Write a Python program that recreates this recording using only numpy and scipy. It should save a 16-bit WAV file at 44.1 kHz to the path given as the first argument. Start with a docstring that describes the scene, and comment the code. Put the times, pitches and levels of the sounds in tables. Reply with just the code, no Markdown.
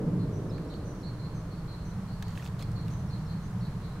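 """Small birds calling unseen from inside a reed bed, heard in stereo from the water's edge.
Their short whistles buzz with a fast trill; some are led in by a thin falling pip, and higher notes
come between. The reeds scatter the calls on their way to the microphone. Low wind rumble lies under
everything. A little to the right, dry stems snap and leaves rustle as a wading bird steps through."""
import sys
import numpy as np
from scipy import signal
from scipy.fft import rfft, irfft, next_fast_len
from scipy.io import wavfile
from scipy.ndimage import map_coordinates

SR = 44100
rng = np.random.default_rng(int(sys.argv[2]) if len(sys.argv) > 2 else 0)


def store_wav(level_fs):
    """Save 16-bit WAV to argv[1]."""
    pcm = np.round(np.clip(np.atleast_2d(level_fs), -1, 1) * 32767)
    wavfile.write(sys.argv[1], SR, pcm.T.astype(np.int16))


N = 176400

# Spectra of the wind's layers, lowest first: frequency_hz, level_db
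DEEP_SPECTRUM = [(12, -4), (26, -32), (36, 4), (46, -5), (56, -0.5), (80, -3), (130, -10), (400, -120)]
RUMBLE_SPECTRUM = [(20, -62), (60, -15.5), (85, -6.5), (100, -1), (114, 4), (141, -1), (168, 3), (195, -3),
                   (213, -8.5), (226, -14.5), (242, -21), (310, -22.5), (350, -35), (450, -26.5),
                   (900, -120)]
SWELL_SPECTRUM = [(30, -39), (100, -31), (135, -9), (170, 5), (195, -11.5), (235, -13), (300, -19),
                  (900, -120)]
GUST_SPECTRUM = [(60, -40), (180, -16), (225, -1.5), (250, -6), (300, 1.5), (350, -5.5), (400, -5),
                 (460, -3), (520, -10.5), (610, -9.5), (700, -19.5), (1100, -25.5), (2000, -45),
                 (6000, -120)]
HISS_SPECTRUM = [(100, -39), (300, -10.5), (500, -4), (750, -1.5), (1100, -0.5), (1450, -5), (2000, -11),
                 (2600, -16), (3500, -17), (5000, -19), (7000, -22), (10000, -25), (13000, -29),
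                 (15500, -33)]
# Rise and fall of those layers: time_s, level_db
RUMBLE_LEVEL = [(0, -36), (.12, -33), (.5, -36), (.7, -40), (1.35, -37), (1.75, -40.5), (1.95, -33),
                (2.4, -38.5), (2.9, -33), (3.3, -34), (3.65, -33.5), (4, -37.5)]
RUMBLE_BASS_GAIN = [(.1, -1), (.52, 4), (.85, -2.5), (1.55, -0.5), (2.0, -2.5), (2.6, 3.5), (3.2, -0.5),
                    (4, -2)]  # on top of RUMBLE_LEVEL, lower half only
SWELL_LEVEL = [(0, -35.5), (.07, -27), (.25, -37), (.42, -43), (.9, -58), (4, -102)]
GUST_LEVEL = [(0, -36.5), (.12, -40), (.4, -40.5), (.7, -42.5), (1.1, -47.5), (1.6, -49.5), (2.2, -54.5),
              (2.8, -49), (3.4, -54.5), (4, -50.5)]
HISS_LEVEL = [(0, -53), (1.6, -52.5), (2.2, -51.5), (3.2, -51.5), (4, -51.5)]
# How alike the wind is on the two sides of the microphone: frequency_hz, correlation
WIND_COHERENCE = [(50, 0.99), (170, 1), (350, 0.93), (700, 0.87), (1400, 0.65), (2800, 0.083),
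                  (6000, 0.083), (14000, 0.2)]
# Lean of the hiss: frequency_hz, left_minus_right_db
HISS_PAN = [(500, -0.5), (1300, -2), (3500, 0), (8000, 0)]

# Calls from the reeds: start_s, length_s, pitch_hz, scoop_hz, trill_depth_hz, level_db
CHIRPS = [(0.186, .06, 4256, 100, 190, -63), (0.503, 0.066, 4390, 800, 210, -58.5),
          (0.695, 0.061, 4320, 450, 220, -58), (1.026, 0.079, 4293, 109, 170, -58.5),
          (1.185, 0.095, 4245, 105, 120, -59), (1.5, 0.046, 4280, 5, 160, -62),
          (1.556, 0.046, 4370, 0, 150, -66), (1.674, 0.082, 4180, -100, 200, -57.5),
          (1.904, 0.028, 4150, -2, 120, -64), (2.075, .08, 4340, -47, 170, -61),
          (2.233, .077, 4370, 107, 190, -60), (2.586, .055, 4260, 4, 190, -59.5),
          (2.748, 0.058, 4165, 0, 110, -56), (3.095, 0.072, 4220, 2, 200, -59),
          (3.271, 0.065, 4230, 3, 200, -58.5), (3.606, 0.067, 4230, 96, 230, -59.5),
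          (3.808, 0.07, 4090, -2, 190, -58)]
HIGH_NOTES = [(.315, 0.069, 6060, 200, 190, -65), (.842, 0.086, 5960, -480, 200, -64),
              (1.342, .066, 6180, -100, 178, -68), (1.84, 0.075, 6030, -330, 170, -66.5),
              (2.9, 0.055, 6230, 2, 190, -62), (2.965, .04, 6100, -150, 160, -73),
              (3.42, 0.054, 6300, 2, 230, -67)]
# Lead-in pips: start_s, pitch_hz, level_db
PIPS = [(.488, 5050, -62.5), (.677, 5320, -69), (1.003, 5320, -70), (3.079, 5250, -68), (3.253, 5320, -67),
        (3.595, 5400, -70)]

# Stems breaking: start_s, level_db, brightness_db, pitch_ratio, t60_s
SNAPS = [(0.581, -43.5, -18, .86, 0.024), (0.739, -42, -21, 1.91, 0.01), (2.2241, -35, 3.5, 1.01, 0.022),
         (2.281, -46, 10, 1.03, .027), (2.33, -50, -5, 0.99, .012), (2.375, -34, -9, 0.92, 0.014),
         (2.395, -42, -21, 1.07, 0.023), (2.405, -46, -10, 1.1, .016), (2.424, -42, -4, 0.86, 0.021),
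         (2.444, -49, -6, .9, 0.015), (2.452, -46, 11, .85, 0.025), (2.462, -51, 1, 1.05, 0.013),
         (2.474, -50, 12, 1.2, .018), (2.593, -48, -7, 1.65, .016), (2.609, -46, -7, 1.5, 0.01),
         (2.6175, -45, 0, 1.1, 0.0083), (2.6238, -39, 8, 1.2, 0.028), (2.716, -50, 20, 1.2, .018),
         (2.8817, -38, 4, 0.98, .01), (2.903, -51, 3, 1.1, .014), (2.9365, -44, 3, 1.02, .014)]
# Leaves brushed aside: start_s, length_s, level_db
RUSTLES = [(2.252, 0.16, -62), (2.345, .11, -57.5), (2.426, 0.072, -55), (2.583, 0.043, -52),
           (2.84, .13, -66)]
# Resonances of a hollow stem and of brushing leaves: frequency_hz, level_db
STEM_SPECTRUM = [(500, -23), (1300, -13), (1850, 9.5), (2300, -13), (2930, 5), (3400, -7.5), (4050, -1.5),
                 (5000, -12.5), (6200, -6), (8000, -16), (15000, -22)]
LEAF_SPECTRUM = [(800, -2), (2000, -2), (3600, 4), (5000, -12), (6500, 4), (9000, -5.5), (15000, -7)]

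WAVER_HZ = 80  # random unsteadiness of a bird's pitch


def amp(db):
    return 10 ** (np.asarray(db) / 20)


def unit_rms(x):
    return x / np.sqrt(np.mean(x ** 2) + 1e-20)


def along(points, hz):
    """Interpolate (frequency_hz, value) points on a log axis."""
    f, v = np.transpose(points)
    return np.interp(np.log(hz + 1), np.log(f + 1), v)


def fader(rows):
    """Gain per sample from (time_s, level_db) points."""
    return amp(np.interp(np.arange(N) / SR, *np.transpose(rows)))


def pan(db):
    """Left and right gains for a left-minus-right level."""
    return amp(np.array([[.5], [-.5]]) * db)


def wobble(rate, size):
    """A smooth random curve, rate knots a second."""
    return map_coordinates(rng.standard_normal(2048), [np.arange(size) * rate / SR], mode="mirror")


def filtered(x, response):
    """Shape x by a gain that depends on frequency."""
    n = x.shape[-1]
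    m = next_fast_len(n + 8192)
    return irfft(rfft(x, m) * response(np.fft.rfftfreq(m, 1 / SR)), m)[..., :n]


def noise_pair(response, size=N):
    """Two unrelated noises shaped by response."""
    return filtered(rng.standard_normal((2, size)), response)


def add(out, start_s, x):
    part = out[..., max(round(start_s * SR), 0):][..., :x.shape[-1]]
    part += x[..., :part.shape[-1]]


def mid_side(pair, width):
    """Decode mid and side to left and right."""
    mid, side = pair
    return np.array([mid + width * side, mid - width * side])


def air_rush(spectrum):
    """Moving air at the microphone: noise of rms 1, near mono in the bass and wide in the treble."""
    def response(hz):
        angle = np.arccos(along(WIND_COHERENCE, hz)) / 2
        return amp(along(spectrum, hz)) * [np.cos(angle), np.sin(angle)]
    return unit_rms(mid_side(noise_pair(response), width=1))


def wind(split_hz=119):
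    """Low rumble whose weight shifts, a swell gone in the first second, an easing gust and soft hiss."""
    body = air_rush(RUMBLE_SPECTRUM)
    bass = filtered(body, lambda hz: 1 / (1 + (hz / split_hz) ** 12))
    rumble = fader(RUMBLE_LEVEL) * (body - bass + fader(RUMBLE_BASS_GAIN) * bass)
    deep = amp(-43) * air_rush(DEEP_SPECTRUM)
    swell = fader(SWELL_LEVEL) * air_rush(SWELL_SPECTRUM)
    gust = fader(GUST_LEVEL) * air_rush(GUST_SPECTRUM)
    hiss = fader(HISS_LEVEL) * filtered(air_rush(HISS_SPECTRUM), lambda hz: pan(along(HISS_PAN, hz)))
    return pan(-0.73) * (rumble + deep + swell + gust) + hiss


def chirp(length_s, pitch_hz, scoop_hz, depth_hz):
    """A raspy whistle that swells and slides to its pitch while a fast trill swings pitch and loudness."""
    attack_s, release_s, scoop_s, swell_db = .006, .01, 0.0193, 2.5
    t = np.arange(int((length_s + release_s / 2) * SR)) / SR
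    trill_hz = 225.5 * (1 + 0.12 * wobble(69.7, len(t)))
    trill = 2 * np.pi * np.cumsum(trill_hz) / SR
    slide = pitch_hz - scoop_hz * np.exp(-t / scoop_s)
    pitch = slide + depth_hz * np.sin(trill) + WAVER_HZ * wobble(252, len(t))
    fades = np.clip(t / attack_s, 0, 1) * np.clip((t[-1] - t) / release_s, 0, 1)
    swell = amp(swell_db * np.sin(np.pi * t / t[-1]))
    rasp = 0.15 * wobble(605, len(t))
    buzz = 1 + 0.46 * np.cos(trill) + rasp
    return unit_rms(fades * swell * buzz * np.sin(2 * np.pi * np.cumsum(pitch) / SR))


def reed_echo(x, t60_s):
    """Diffuse echo from the stems, different in each channel and for each sound."""
    t = np.arange(int(.7 * SR)) / SR
    tail = rng.standard_normal((2, len(t))) * amp(-60 * t / t60_s)
    return signal.fftconvolve(np.atleast_2d(x), tail / np.linalg.norm(tail[0]), axes=1)[:, :N]


def pip(pitch_hz, length_s=0.026, rise_hz=194, fall_hz=800):
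    """A thin note that swells, arches up and drops away at its end."""
    progress = np.linspace(0, 1, int(length_s * SR))
    arch = pitch_hz + rise_hz * progress - fall_hz * progress ** 8
    pitch = arch + WAVER_HZ * wobble(200, len(progress))
    swell = np.sin(np.pi * progress ** 1.4)
    return unit_rms(swell * np.sin(2 * np.pi * np.cumsum(pitch) / SR))


def small_birds():
    """Calls reach the microphone directly, off the near stems and as a long echo; the pips stay dry."""
    out = np.zeros((2, N))
    for start_s, *note, level_db in CHIRPS + HIGH_NOTES:
        call = amp(level_db) * chirp(*note)
        add(out, start_s, amp(-7.5) * call)
        add(out, start_s, amp(-1) * reed_echo(call, t60_s=0.063))
        add(out, start_s, amp(-2) * reed_echo(call, t60_s=1))
    for start_s, pitch_hz, level_db in PIPS:
        add(out, start_s, amp(level_db) * pip(pitch_hz))
    return pan(-2) * out


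def stem_snaps(rise_s=.0014):
    """Dry stems break, each with a short hollow ring; mid and side."""
    out = np.zeros((2, N))
    t = np.arange(4096) / SR
    for start_s, level_db, brightness_db, pitch_ratio, t60_s in SNAPS:
        def colour(hz):
            treble_db = brightness_db * along([(2000, 0.051), (7000, 1)], hz)
            return amp(along(STEM_SPECTRUM, hz / pitch_ratio) + treble_db)
        ring = unit_rms(noise_pair(colour, len(t)))
        envelope = np.minimum(t / rise_s, 1) * amp(-60 * t / t60_s)
        add(out, start_s, amp(level_db) * ring * envelope)
    return out


def leaf_rustle(ticks_per_s=700, centre_hz=4260, spread_octaves=0.73, decay_cycles=2.6):
    """Leaves brush past in clumps of tiny pitched ticks over a soft noise; mid and side."""
    strokes = np.zeros(N)
    for start_s, length_s, level_db in RUSTLES:
        add(strokes, start_s, amp(level_db) * signal.windows.tukey(int(length_s * SR), .7))
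    when, pitch, size, side = rng.random((int(ticks_per_s * N / SR), 4)).T[..., None]
    octaves = spread_octaves * np.log(pitch / (1 - pitch)) / 2
    tick_hz = np.clip(centre_hz * 2 ** octaves, 900, 15000)
    strength = amp(-5.5 * np.log(np.maximum(size, .05)))  # many faint, a few loud
    age = np.arange(256)
    cycles = tick_hz * age / SR
    mid_ticks = strength * np.sin(2 * np.pi * cycles) * np.exp(-cycles / decay_cycles)
    side_ticks = mid_ticks * np.sign(side - .5)
    samples = ((when * N).astype(int) + age).ravel()
    crackle = np.array([np.bincount(samples, ticks.ravel(), N)[:N] for ticks in (mid_ticks, side_ticks)])
    brush = noise_pair(lambda hz: amp(along(LEAF_SPECTRUM, hz)))
    return strokes * unit_rms(unit_rms(crackle) + amp(-2.5) * unit_rms(brush))


def wading_bird():
    """Steps through stems and leaves just right of centre, sounding close, with little echo."""
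    steps = mid_side(stem_snaps() + leaf_rustle(), width=0.32)
    return pan(-2) * (steps + amp(-12) * reed_echo(steps, t60_s=0.33))


def scene():
    return wind() + small_birds() + wading_bird()


def record(dry):
    """The microphone chain passes nothing above its band limit."""
    top_hz = 15720
    return filtered(dry, lambda hz: hz < top_hz)


dry = scene()
out = record(dry)
store_wav(out)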